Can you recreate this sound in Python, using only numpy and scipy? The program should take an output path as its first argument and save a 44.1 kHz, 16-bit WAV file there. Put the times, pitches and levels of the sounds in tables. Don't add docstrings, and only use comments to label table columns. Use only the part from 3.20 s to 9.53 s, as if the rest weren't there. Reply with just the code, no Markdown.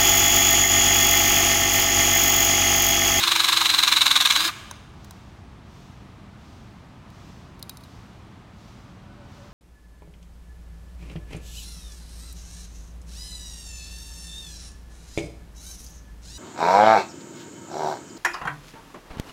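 import sys
import numpy as np
from scipy import signal
from scipy.fft import rfft, irfft, next_fast_len
from scipy.io import wavfile
from scipy.ndimage import uniform_filter1d, map_coordinates

SR = 44100
rng = np.random.default_rng(int(sys.argv[2]) if len(sys.argv) > 2 else 0)


def persist_wave(psi):
    counts = np.round(np.clip(psi, -1, 1) * 32767).astype(np.int16)
    wavfile.write(sys.argv[1], SR, np.atleast_2d(counts).T)


N = 279153

TURNS_PER_STROKE, GEAR_TEETH, FIRST_STROKE_S = 14, 13, .0368
BRAKE_S, BRAKE_HZ_PER_S, BRAKE_DB_PER_S = 1.28, 3500, 618.5

# time in seconds, mean turns a second, stroke level in dB.
MOTOR = [(0, 339, -20.5), (.45, 327.8, -18.5), (.53, 312.4, -18), (.7, 311, -16), (.9, 287.8, -16.5),
         (1.08, 289.4, -16), (1.14, 253.2, -17), (1.2, 321.4, -23.5), (1.27, 334.6, -23.5)]

def press():
    t = clock()
    mean_hz, load_db = curves(MOTOR)
    strokes, period, force = pump(mean_hz, load_db)
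    braking_s = np.maximum(t - BRAKE_S, 0)
    sag = .23 * amp(3 * (load_db - load_db.max()))
    drag = stroke_shape(strokes + .005, .0065, .003, np.ones(len(force)))
    drag -= drag[t < BRAKE_S].mean()
    speed_hz = np.maximum(mean_hz - BRAKE_HZ_PER_S * braking_s, 0) * (1 - sag * drag)
    turns = np.cumsum(speed_hz * (1 + .012 * wobble(150))) / SR
    running = amp(-27.5 - BRAKE_DB_PER_S * braking_s)
    effort = drive_effort(strokes, period, force, running)
    drive = gears(turns, effort) + gear_mesh(turns, strokes, force, sag)
    return drive + piston(strokes, force) + seal() + running * rotor(turns, sag, load_db)

def pump(mean_hz, load_db):
    t = clock()
    cycles = np.cumsum(mean_hz) / SR / TURNS_PER_STROKE
    first, last = np.interp([FIRST_STROKE_S, BRAKE_S], t, cycles)
    times = np.interp(np.arange(first, last), cycles, t)
    force = amp(np.interp(times, t, load_db) + .75 * rng.standard_normal(len(times)))
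    return times, TURNS_PER_STROKE / np.interp(times, t, mean_hz), force

def drive_effort(strokes, period, force, running):
    slack = stroke_shape(strokes - .0085, .001, .007, force, steep=2)
    load = stroke_shape(strokes, .006, .007, force, steep=1.5)
    rebound_force = force * amp(rng.normal(-6, .5, len(force)))
    rebound = stroke_shape(strokes + .2933 * period, .0057, .0039, rebound_force, steep=2.5)
    return np.sqrt((amp(-2) * running) ** 2 + (amp(-6) * slack) ** 2 + load ** 2 + rebound ** 2)

# frequency in Hz, relative level in dB.
RASP = [(300, -24.5), (500, -35.5), (800, -16.5), (1400, -7), (1650, -8.5), (1850, -14.5), (2100, -4),
        (3200, -3.5), (3950, 5), (4600, -9.5), (7000, -11.5), (9200, -16.5), (10400, -23), (12000, -20.5),
        (15800, -25.5)]

def gears(turns, effort):
    chatter = impacts(GEAR_TEETH * turns + .12 * wobble(2500), scatter_db=6)
    ticks = impacts(turns + .1 * wobble(300), scatter_db=5.5)
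    ring = filtered(effort * (amp(-11) * chatter + amp(-6.5) * ticks + amp(-8) * noise()), housing)
    rasp = filtered(effort * (amp(-1) * noise() + amp(-7.5) * ticks), colour(RASP))
    return ring + rasp

# frequency in Hz, width in Hz, relative level in dB.
HOUSING = [(1109, 275.5, -3), (1641.4, 70, 0.5), (2210, 110, -9.5), (2900, 57, -11.5), (3550, 88, -3),
           (4019, 230, 3), (5172, 130, -13), (6100, 210, -13.5), (6540, 290, -10.5), (7020, 44, -8),
           (8450, 240, -13.5), (9800, 140, -20), (11440, 380, -19), (13200, 160, -20.5)]

def housing(hz):
    modes = ((-1) ** k * amp(db) * 1j * hz * width / (centre ** 2 - hz ** 2 + 1j * hz * width)
             for k, (centre, width, db) in enumerate(HOUSING))
    return unit_power(sum(modes))

def gear_mesh(turns, strokes, force, sag):
    squeeze = np.sqrt(sag) * stroke_shape(strokes - .0015, .005, .0045, force, steep=2)
    return amp(5.5) * squeeze * amp(1.8 * wobble(200)) * np.sin(2 * np.pi * GEAR_TEETH * turns)

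# frequency in Hz, relative level in dB.
KNOCK = [(100, -40), (500, -37.5), (720, -21), (950, -4.5), (1150, 0.5), (1400, -8.5), (1900, -9),
         (2600, -12.5), (4500, -20.5), (12000, -48)]

def piston(strokes, force):
    thud_force = force * amp(rng.normal(-8, 1.24, len(force)))
    thud = stroke_shape(strokes + .001, .009, .01, thud_force, steep=2)
    clunk = stroke_shape([BRAKE_S + .011], .009, .01, [amp(-28)], steep=1.9)
    valve = stroke_shape(strokes + .0018, .00053, .002, force)
    knock = filtered((thud + clunk) * noise(), colour(KNOCK))
    return knock + filtered(amp(3.5) * valve * noise(), colour(RASP))

# peak time in seconds, pitch in Hz, level in dB.
SQUEAKS = [(1.027, 5950, -28), (1.078, 5950, -26.5), (1.127, 6160, -24.5)]

def seal():
    t = clock()
    return sum(amp(db) * np.exp(-((t - s) / .005) ** 2) * np.sin(2 * np.pi * hz * t + wobble(500))
               for s, hz, db in SQUEAKS)

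def rotor(turns, sag, load_db):
    phase = 2 * np.pi * turns
    strain_db = load_db - load_db.min()
    hum = amp(-16.5 - 16 * sag + 2.5 * wobble(60)) * (np.sin(phase) + amp(-7) * np.sin(2 * phase))
    low_whine = amp(-12 - 18 * sag) * np.sin(5 * phase)
    high_whine = amp(-9 - 1.1 * strain_db) * np.sin(15 * phase)
    whine = (low_whine + high_whine) * amp(3.4 * wobble(40))
    fan_colour = colour([(500, -20), (2000, -.5), (8000, -4), (10400, -4.5), (15000, -5.5)])
    return hum + whine + amp(-9) * filtered(noise(), fan_colour)

# start in seconds, levels of the crack,
# the plate's ring and the jaw's ring in dB, contact length in seconds.
CONTACTS = [(1.5114, -36, -59.5, -33, .004), (1.8452, -47, -56, -53, .006), (1.909, -35.5, -61, -47, .003),
            (3.9025, -53, -61.5, -64, .004), (4.3932, -47, -62.5, -55.5, 0.0077),
            (4.4267, -27, -40, -50, .0022), (4.4946, -29.5, -32, -48, 0.0039),
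            (4.571, -39, -46.5, -51, 0.0036), (4.607, -58, -53.5, -72, 0.013), (4.636, -56, -45, -56, .016)]
# frequency in Hz, relative level in dB, seconds to fall by 60 dB.
PLATE_MODES = [(2435, -20, .055), (3797, -7.5, 0.068), (4200, -0.5, 0.022), (4540, -4, 0.0186),
               (5097, -5, 0.027), (8906, -8, 0.0275), (10900, -1, 0.0177), (13516, -4, .016),
               (15100, -5, 0.0191)]
JAW_MODES = [(1010, 4, 0.0192), (1528, 0, 0.0225), (3925, 2.5, .016), (5554, -1.5, 0.0156),
             (6350, 3.5, 0.0135), (9950, 1, 0.0087), (14700, -7, .02)]

def plates(bright_hz=12000):
    out, t = np.zeros(N + SR), np.arange(SR // 4) / SR
    highpass = signal.butter(4, 3500, "high", fs=SR, output="sos")
    lowpass = signal.butter(1, bright_hz, fs=SR)
    for start, crack_db, plate_db, jaw_db, length in CONTACTS:
        scrape = rng.standard_normal(len(t)) * np.exp(-(t / length) ** 2)
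        hit = amp(crack_db) * signal.sosfilt(highpass, scrape)
        attack = 1 - np.exp(-t / (.095 * length))
        for modes, ring_db in ((PLATE_MODES, plate_db), (JAW_MODES, jaw_db)):
            for hz, mode_db, t60 in modes:
                decay = amp(ring_db + 2.5 + mode_db + rng.normal(0, 1.7) - 60 * t / t60)
                hit += attack * decay * np.sin(2 * np.pi * (hz * rng.normal(1, .011) * t + rng.random()))
        out[round(start * SR):][:len(t)] += signal.lfilter(*lowpass, hit)
    return out[:N]

# frequency in Hz, seconds to fall by 60 dB.
ROOM_DECAY = [(200, 0.53), (1000, 1), (3500, 1), (7000, 0.88), (14000, 0.74)]
# frequency in Hz, relative level in dB.
TAIL_COLOUR = [(300, 10), (1000, -1), (2800, -1), (3400, -3.5), (3950, -12.5), (4600, -4.5), (8000, -2.5),
               (14000, -6.5)]

def room(x, early_db, tail_db):
    hz, t, spectrum = signal.stft(rng.standard_normal(SR), SR, nperseg=256)
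    decay = amp(along(TAIL_COLOUR, hz)[:, None] - 60 * t / along(ROOM_DECAY, hz)[:, None])
    tail = signal.istft(spectrum * decay, SR, nperseg=256)[1]
    tail *= 1 - np.exp(-np.arange(len(tail)) / SR / .009)
    delays = (SR * rng.uniform(.002, .015, size=8)).astype(int)
    early = np.bincount(delays, rng.standard_normal(len(delays)), len(tail))
    echoes = amp(early_db) * early / np.linalg.norm(early) + amp(tail_db) * tail / np.linalg.norm(tail)
    return x + signal.fftconvolve(x, echoes)[:N]

# frequency in Hz, relative noise density in dB.
AIR = [(15, -41), (25, -16), (48, -4), (113, -0.5), (152, -6.5), (204, -4.5), (233, -8.5), (389, -16.5),
       (582, -24), (648, -18), (1270, -19.5), (1410, -23.5), (3440, -31), (7910, -43.5), (15500, -57.5)]

def ventilation():
    return amp(-45 + .505 * wobble(5)) * unit(filtered(noise(), colour(AIR))) + amp(-86) * noise()

# frequency in Hz, relative level in dB.
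HISS = [(500, -3.5), (1500, -13), (3000, 1.5), (6000, 0.5), (8000, -8), (10000, -16.5), (12500, -15),
        (15500, -18)]

def far_hiss(period_s=.716):
    since = (clock() - 2.39) % period_s
    swell = (1 - np.exp(-(since / .15) ** 2)) * np.exp(-(since / .42) ** 2)
    return amp(-57.5 + wobble(4.5)) * swell * unit(filtered(noise(), colour(HISS)))

# frequency in Hz, level in dB.
WHINE = [(576.0, -59), (963.6, -72), (1491, -69)]

def far_whine():
    t = clock()
    fade = np.interp(t, [5.76, 5.85, 6.05, 6.33], [.25, .924, 1, .53])
    tones = sum(amp(db + 3.8 * wobble(21)) * np.sin(2 * np.pi * hz * t + wobble(35)) for hz, db in WHINE)
    return fade * np.sqrt(2) * tones

def stroke_shape(times, rise, fall, gains, steep=1):
    out, t = np.zeros(N), clock()[:2 * SR]
    for s, gain in zip(times, gains):
        out[:len(t)] += gain * np.exp(-np.maximum((s - t) / rise, (t - s) / fall) ** steep)
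    return out

def impacts(cycles, scatter_db):
    at = np.flatnonzero(np.diff(np.floor(cycles)) > 0)
    sizes = unit(amp(scatter_db * np.clip(rng.standard_normal(len(at)), -2, 2)))
    return np.bincount(at, sizes * np.sqrt(np.gradient(at)), N)

def amp(db):
    return 10 ** (np.asarray(db) / 20)

def unit(x):
    return x / np.sqrt(np.mean(x ** 2) + 1e-20)

def unit_power(response):
    return response / np.sqrt(np.mean(np.abs(response) ** 2))

def clock():
    return np.arange(N) / SR

def noise():
    return rng.standard_normal(N)

def wobble(rate):
    return map_coordinates(rng.standard_normal(int(N * rate / SR) + 4), [np.arange(N) * rate / SR])

def along(points, hz):
    knots_hz, values = np.transpose(points)
    return np.interp(np.log(hz + 1), np.log(knots_hz + 1), values)

def curves(rows):
    times, *columns = np.transpose(rows)
    return [np.interp(clock(), times, column) for column in columns]

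def filtered(x, response):
    size = 2 * next_fast_len((N + SR // 2) // 2)
    return irfft(rfft(x, size) * response(np.fft.rfftfreq(size, 1 / SR)), size)[:N]

def colour(points):
    def response(hz):
        cepstrum = irfft(np.log(amp(along(points, hz))))
        half = len(cepstrum) // 2
        return unit_power(np.exp(rfft(np.r_[cepstrum[0], 2 * cepstrum[1:half]], 2 * half)))
    return response

def gain_control(x, threshold_db, slope, release_db_per_s):
    level_db = 10 * np.log10(np.abs(uniform_filter1d(x * x, size=2048)) + 1e-12)
    recovery = release_db_per_s * clock()
    cut_db = np.maximum.accumulate(slope * np.maximum(level_db - threshold_db, 0) + recovery) - recovery
    return x * amp(-uniform_filter1d(cut_db, size=512))

def scene():
    tool = amp(6) * room(press(), early_db=-19.5, tail_db=-18)
    handling = room(plates(), early_db=-25, tail_db=-15.5)
    return (tool + handling + ventilation() + far_hiss() + far_whine())[None]

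def record(dry):
    ceiling, top_hz = .72, 15830
    x = gain_control(dry[0], threshold_db=-26, slope=.355, release_db_per_s=12.5)
    x = x / (1 + (x / ceiling) ** 6) ** (1 / 6)
    return filtered(x, lambda hz: hz < top_hz)[None]

dry = scene()
out = record(dry)
persist_wave(out)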